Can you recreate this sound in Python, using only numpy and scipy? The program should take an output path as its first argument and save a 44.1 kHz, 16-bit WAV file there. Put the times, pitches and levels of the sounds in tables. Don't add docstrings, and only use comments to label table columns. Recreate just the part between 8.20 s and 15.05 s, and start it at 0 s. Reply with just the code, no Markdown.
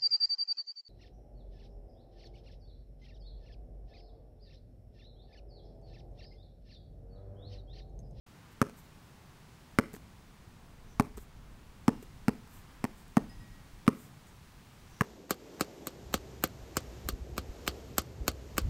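import sys
import numpy as np
from scipy import signal
from scipy.fft import rfft, irfft
from scipy.io import wavfile
from scipy.ndimage import uniform_filter1d

SR = 44100
rng = np.random.default_rng(int(sys.argv[2]) if len(sys.argv) > 2 else 0)


def gain_from_decibels(decibels):
    exponent = np.asarray(decibels, float) / 20
    return 10 ** exponent


def wav_record(signal):
    frames = np.transpose(np.atleast_2d(signal))
    bounded = np.clip(frames, -1, 1)
    quanta = np.round(bounded * 32767).astype(np.int16)
    wavfile.write(sys.argv[1], SR, quanta)


N = 302085
TIME = np.arange(N) / SR

# pitch_hz, level_db (per Hz)
SUBURB_COLOUR = [(35, -31), (60, -5), (156, -1), (183, -4), (300, -10), (570, -16.5), (900, -14),
                 (1800, -19.5), (4000, -25), (10000, -30.5), (13500, -30.5), (15750, -26.5), (15950, -77)]
# middle_s, level_db, lasts_s
PASSING_CARS = [
    (0.297, 3, .12),
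    (4.5, 3.5, 0.16),
]
# pitch_hz, level_db
WIND_COLOUR = [(12, -8), (25, 0), (40, -1.5), (70, -6), (140, -28), (500, -66)]
# pitch_hz, level_db
RUMBLE_COLOUR = [(30, -14), (70, 1), (140, 0.5), (250, -8.5), (500, -31), (2000, -68)]
# time_s, level_db
GUSTS = [(0.07, -66), (0.12, -65), (0.26, -66), (0.48, -62), (0.75, -66), (1.26, -64.5), (1.54, -60),
         (1.94, -63), (2.51, -58.5), (2.68, -53.5), (3.43, -55.5), (3.58, -54.5), (4.34, -58.5),
         (4.96, -58.5), (5.09, -48.5), (5.64, -60.5), (5.88, -63), (6.85, -63)]
# middle_s, level_db, lasts_s
FOOT_SHIFTS = [(1.853, 6, 0.11), (2.552, -1.5, 0.13), (3.935, 5.5, 0.052), (4.36, 5.5, .06),
               (5.218, 5.5, 0.065), (5.9, 5.5, .12), (6.3, 2, 0.3)]
# middle_s, level_db, lasts_s
INSECT_BUZZES = [
    (2.73, -73, .07),
    (6.8, -69, .13),
]
# middle_s, level_db, lasts_s, top_db (against the 8 kHz hiss)
BRUSHES = [(.325, -69, 0.014, 1), (0.588, -64.5, 0.023, 2), (0.644, -76, .02, 4), (1.756, -60, 0.016, 1),
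           (3.014, -63.5, 0.028, 1), (3.833, -67, 0.0099, 3), (4.357, -64, 0.054, 2),
           (4.795, -66, 0.04, -2), (5.816, -63, 0.07, 0), (6.082, -65, 0.021, -8)]
# start_s, treble_db, body_db
FINGER_TICKS = [(0.496, -56, -49), (1.732, -51, -55), (1.739, -45.5, -47), (1.748, -59, -48),
                (1.7634, -62, -49.5), (2.822, -51, -56), (2.794, -71, -65), (2.858, -60, -62),
                (2.97, -54, -60), (2.974, -47, -49.5), (2.98, -52, -48), (2.987, -58, -53),
                (3.827, -52, -52.5), (3.831, -59, -57), (4.274, -60, -58), (4.88, -60, -66),
                (5.666, -56, -41), (6.07, -64, -63)]
# start_s, level_db, pitch_hz, build_ms
PALM_PATS = [(1.735, -39, 190, 5.3), (1.738, -41.5, 430, 4.7), (1.747, -47, 263, 4.3),
             (1.763, -44, 270, 2.6), (2.973, -40, 212, 5.5), (2.976, -40, 404, 4.6),
             (3.8262, -41, 394, 2.5), (3.827, -55, 260, 6), (5.664, -43, 380, 3.8)]
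# start_s, thump_db, thump_hz, thump_late_ms, hardness_db
BOUNCES = [
    (0.4159, -19.5, 252, -0.53, 2),
    (1.5871, -14, 242, -1.82, 2),
    (2.7977, -14.5, 243, -0.58, 1.5),
    (3.6806, -10.5, 239, 0.83, -0.8),
    (4.0823, -14, 228, -0.39, -2),
    (4.6414, -22.5, 240, -1, -4.5),
    (4.969, -10.5, 226, 1.5, -3.5),
    (5.6787, -9.5, 235, -0.41, 0.4),
    (6.8093, -19.5, 201, -0.44, 1.5),
]
# lower_hz, lower_db, upper_hz, upper_db, first_spike_db
AIR_MODES = [(478, -19.5, 1240, -17, -14.5), (1200, -20.5, 1406, -19, -9.5), (865, -16.5, 1107, -17, -42),
             (918, -17, 1096, -18.5, -38), (820, -26.5, 1330, -27, -14.5), (1130, -45, 1300, -44, -21),
             (720, -14.5, 1150, -20.5, -54), (605, -29, 1180, -16, -42), (1150, -18, 1690, -14.5, -35)]
# pitch_hz, level_db
CRACK_COLOUR = [(1500, 5.5), (2600, 0), (3300, -10), (5500, -5.5), (7000, -9.5), (8400, -5.5),
                (11000, -13.5), (14000, -10), (17000, -55)]
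# pitch_hz, level_db, t60_s
BALL_RING = [(410, -1.5, 0.073), (435.7, 4, 0.058), (546, -7, 0.06), (954, -14, 0.071), (1060, -5.5, 0.045),
             (1240, -13, 0.039), (1817, -6, 0.033)]
# delay_s, level_db
HOUSE_FRONTS = [(0.024, -25), (0.043, -35), (.051, -27), (.071, -32.5), (.096, -38)]
# pitch_hz, level_db
STREET_COLOUR = [(100, -4), (400, 1.5), (1300, -5.5), (2600, -1.5), (4500, -1), (10000, -3.5)]
# start_s, pitch_hz, level_db, t60_s
FAR_ROD = [(3.719, 2805, -67, 0.76)]
# pitch_hz, level_db, t60_s
ROD_MODES = [(1905, 0.5, 1), (5044, 0.5, 0.26), (7100, -13, .06), (9250, -3, .06)]
# start_s, level_db, brightness_db, full_s (then the ring sinks to about half)
CHIME_HITS = [
    (5.092, -62, 5, 0.099),
    (5.198, -63, -0.5, 0.11),
    (5.31, -62.5, -6, 0.14),
]


def level(x, db):
    return x * gain_from_decibels(db) / np.sqrt(np.mean(x ** 2))


def band(x, hz, width):
    return signal.lfilter(*signal.iirpeak(hz, hz / width, fs=SR), x)


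def colour(x, points):
    hz, db = np.transpose(points)
    f = np.log(np.fft.rfftfreq(len(x), 1 / SR) + 1)
    return irfft(rfft(x) * gain_from_decibels(np.interp(f, np.log(hz), db)), len(x))


def walk(rate):
    k = int(SR / rate)
    held = np.repeat(rng.standard_normal(N // k + 1), k)
    return 0.98 * uniform_filter1d(uniform_filter1d(held, k), k)[:N]


def hump(s, lasts):
    return np.exp(-((TIME - s) / lasts) ** 2)


def humps(events):
    return sum(db * hump(s, lasts) for s, db, lasts in events)


def add(out, s, sound):
    i = int(s * SR)
    out[i:i + len(sound)] += sound[:len(out) - i]


def swell(t, ms):
    u = np.maximum(t, 0) / (ms / 1000)
    return u * np.exp(1 - u)


def ring(t, hz, t60):
    return np.sin(2 * np.pi * hz * t) * np.exp(-np.log(1000) * t / t60)


def suburb():
    hum = colour(rng.standard_normal(N), SUBURB_COLOUR)
    octaves = sum(band(hum, hz, hz) * gain_from_decibels(walk(3.28)) for hz in 62 * 2. 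** np.arange(8))
    bed = level(octaves + 0.73 * hum, -58)
    leaves = signal.lfilter(*signal.butter(1, 1500, "high", fs=SR), bed)
    bed = bed + band(bed, 1500, 1300) * (gain_from_decibels(humps(PASSING_CARS)) - 1)
    leaves_db = 1.25 + 0.25 * (TIME - N / SR / 2) - 2.5 * hump(2.9, 0.91)
    return bed + leaves * (gain_from_decibels(leaves_db) - 1)


def air():
    wind_db = np.interp(TIME, *np.transpose(GUSTS))
    rumble_db = -58 + 0.48 * (wind_db + 57.5) + humps(FOOT_SHIFTS)
    wind = level(colour(rng.standard_normal(N), WIND_COLOUR), 0.47) * gain_from_decibels(wind_db + 3.2 * walk(17))
    rumble = level(colour(rng.standard_normal(N), RUMBLE_COLOUR), -2.3)
    rumble = rumble * gain_from_decibels(rumble_db + 1.5 * walk(14) + 0.5 * walk(2.94))
    insect = level(band(band(rng.standard_normal(N), 5900, 950), 5900, 950), 0)
    return wind + rumble + insect * sum(gain_from_decibels(db) * hump(s, lasts) for s, db, lasts in INSECT_BUZZES)


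def brushes():
    hiss = level(band(band(rng.standard_normal(N), 6800, 3000), 8500, 2200), -4) * gain_from_decibels(1.4 * walk(200))
    top_colour = [(6000, -9), (10500, -7), (13200, 3.0), (15700, -7), (16000, -40)]
    top = level(colour(rng.standard_normal(N), top_colour), -2)
    return sum(gain_from_decibels(db) * hump(s, lasts) * (hiss + gain_from_decibels(top_db) * top) for s, db, lasts, top_db in BRUSHES)


def palms():
    out, t = brushes(), TIME[:SR // 10]
    tick_colour = [(3500, -26), (6000, -3), (8400, 3.5), (11000, -7), (13500, 0), (15800, -11), (16400, -30)]
    for s, treble_db, body_db in FINGER_TICKS:
        treble = colour(rng.standard_normal(len(t)), tick_colour)
        body = band(band(rng.standard_normal(len(t)), 650, 1700), 876, 2200)
        add(out, s, level(treble, treble_db) * swell(t, 0.67) + level(body, body_db) * swell(t, 1.0))
    for s, db, hz, ms in PALM_PATS:
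        add(out, s, gain_from_decibels(db) * swell(t, ms) * np.exp(-(t / 0.013) ** 2) * np.sin(2 * np.pi * hz * t))
    return out


def grit(t, db):
    return level(colour(rng.standard_normal(len(t)), CRACK_COLOUR), db)


def slap(t, late_ms, modes):
    slap_ms, knee_hz = 3.22, 1470
    sound = sum(gain_from_decibels(db) * np.sin(2 * np.pi * hz * t)
                * np.exp(-(t * 1000 / slap_ms * max(hz / knee_hz, 1)) ** 2) for hz, db in modes)
    return sound * np.minimum(t * 1000 / (0.032 + 0.92 * max(late_ms, 0)), 1)


def contact(t, thump_db, thump_hz, late_ms, hard_db, modes, spike_db):
    late = t - late_ms / 1000
    thump = gain_from_decibels(thump_db) * swell(late, 2.85) * np.sin(2 * np.pi * thump_hz * late)
    squash = gain_from_decibels(-23.5 + 1.3 * hard_db) * swell(late, 2.64) * np.sin(2 * np.pi * 122 * late)
    onset = np.sin(np.pi / 2 * np.minimum(t / 0.00027, 1)) ** 2
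    sound = (thump - squash + slap(t, late_ms, modes)) * onset
    spike = signal.lfilter(*signal.butter(2, 2780, fs=SR), swell(t, 0.12))
    sound = sound + gain_from_decibels(spike_db) * spike
    crack = grit(t, -27 + hard_db) * (np.exp(-t / 0.0011) + 0.57 * np.exp(-(t / 0.0041) ** 2))
    return sound - band(sound, 3490, 1960) + crack


def lift(t, flat_ms, click_db, peel_db):
    since = t - flat_ms / 1000
    peel = grit(t, peel_db) * np.exp(-(since / np.where(since < 0, .0028, .0012)) ** 2)
    click = gain_from_decibels(click_db) * swell(since + 0.00039, 0.27) ** 2 * np.cos(2 * np.pi * 450 * since)
    return peel - click


def free_ring(t, flat_ms, db):
    drift = rng.standard_normal((len(BALL_RING), 2))
    free = sum(gain_from_decibels(mode_db + 2.55 * d[0]) * ring(t, hz * (1 + 0.028 * d[1]), t60)
               for (hz, mode_db, t60), d in zip(BALL_RING, drift))
    return gain_from_decibels(db) * free * np.clip(t * 1000 / flat_ms, 0, 1) ** 2


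def ball():
    out, t = np.zeros(N), TIME[:SR // 4]
    for bounce, air_modes in zip(BOUNCES, AIR_MODES):
        s, thump_db, thump_hz, late_ms, hard_db = bounce
        low_hz, low_db, high_hz, high_db, spike_db = air_modes
        third_db = max(low_db, high_db) - 13.5 + 5.5 * abs(late_ms) + 0.17 * (spike_db + 20)
        modes = [(low_hz, low_db), (high_hz, high_db), (1940, third_db), (2700, third_db - 3)]
        sound = contact(t, thump_db, thump_hz, late_ms, hard_db, modes, spike_db)

        wall_db = -28.5 + 0.81 * (spike_db + 25) - 0.9 * (thump_db + 16)
        wall = gain_from_decibels(wall_db) * signal.lfilter(*signal.butter(1, 600, fs=SR), sound)
        add(out, s + 0.0086, wall)

        flat_ms = 10.8 + 0.35 * late_ms
        free = free_ring(t, flat_ms, -24 + 0.5 * (thump_db + 14) + 0.44 * hard_db)
        click_db = -18.5 + 0.6 * hard_db - 0.14 * (thump_db + 17.5)
        peel_db = -37.5 + 0.5 * hard_db
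        add(out, s, sound + lift(t, flat_ms, click_db, peel_db) + free)
    return out


def street(x):
    t, t60_s = TIME[:SR // 2], 0.37
    tail = rng.standard_normal(len(t)) * np.exp(-np.log(1000) * t / t60_s)
    tail = tail * np.clip((t - .018) / 0.018, 0, 1)
    tail = tail * gain_from_decibels(-21) / np.sqrt(np.sum(tail ** 2))
    for s, db in HOUSE_FRONTS:
        add(tail, s, gain_from_decibels([db]))
    dull = colour(tail, STREET_COLOUR) * (t > .012)
    return x + signal.fftconvolve(x, dull)[:N]


def chime():
    out, t = np.zeros(N), TIME[:SR]
    for s, hz, db, t60 in FAR_ROD:
        add(out, s, gain_from_decibels(db) * ring(t, hz, t60))
    for s, db, bright_db, lasts in CHIME_HITS:
        rod = sum(gain_from_decibels(m_db + bright_db * (hz > 3000)) * ring(t, hz, t60) for hz, m_db, t60 in ROD_MODES)
        add(out, s, gain_from_decibels(db) * rod * np.minimum(t / .006, 1) * np.clip((lasts - t) / 0.035, .55, 1))
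    return out


def scene():
    bed = suburb() + air()
    return (bed + street(palms() + ball()) + chime())[None]


def low_pass(x):
    return signal.sosfilt(signal.butter(12, 16830, fs=SR, output="sos"), x)


def record(dry):
    top = signal.ellip(8, .2, 70, 16300, fs=SR, output="sos")
    start_s, fade_s = 0.0622, 0.0036
    mix = signal.sosfilt(top, dry) * np.clip((TIME - start_s) / fade_s, 0, 1)
    return low_pass(mix)


dry = scene()
out = record(dry)
wav_record(out)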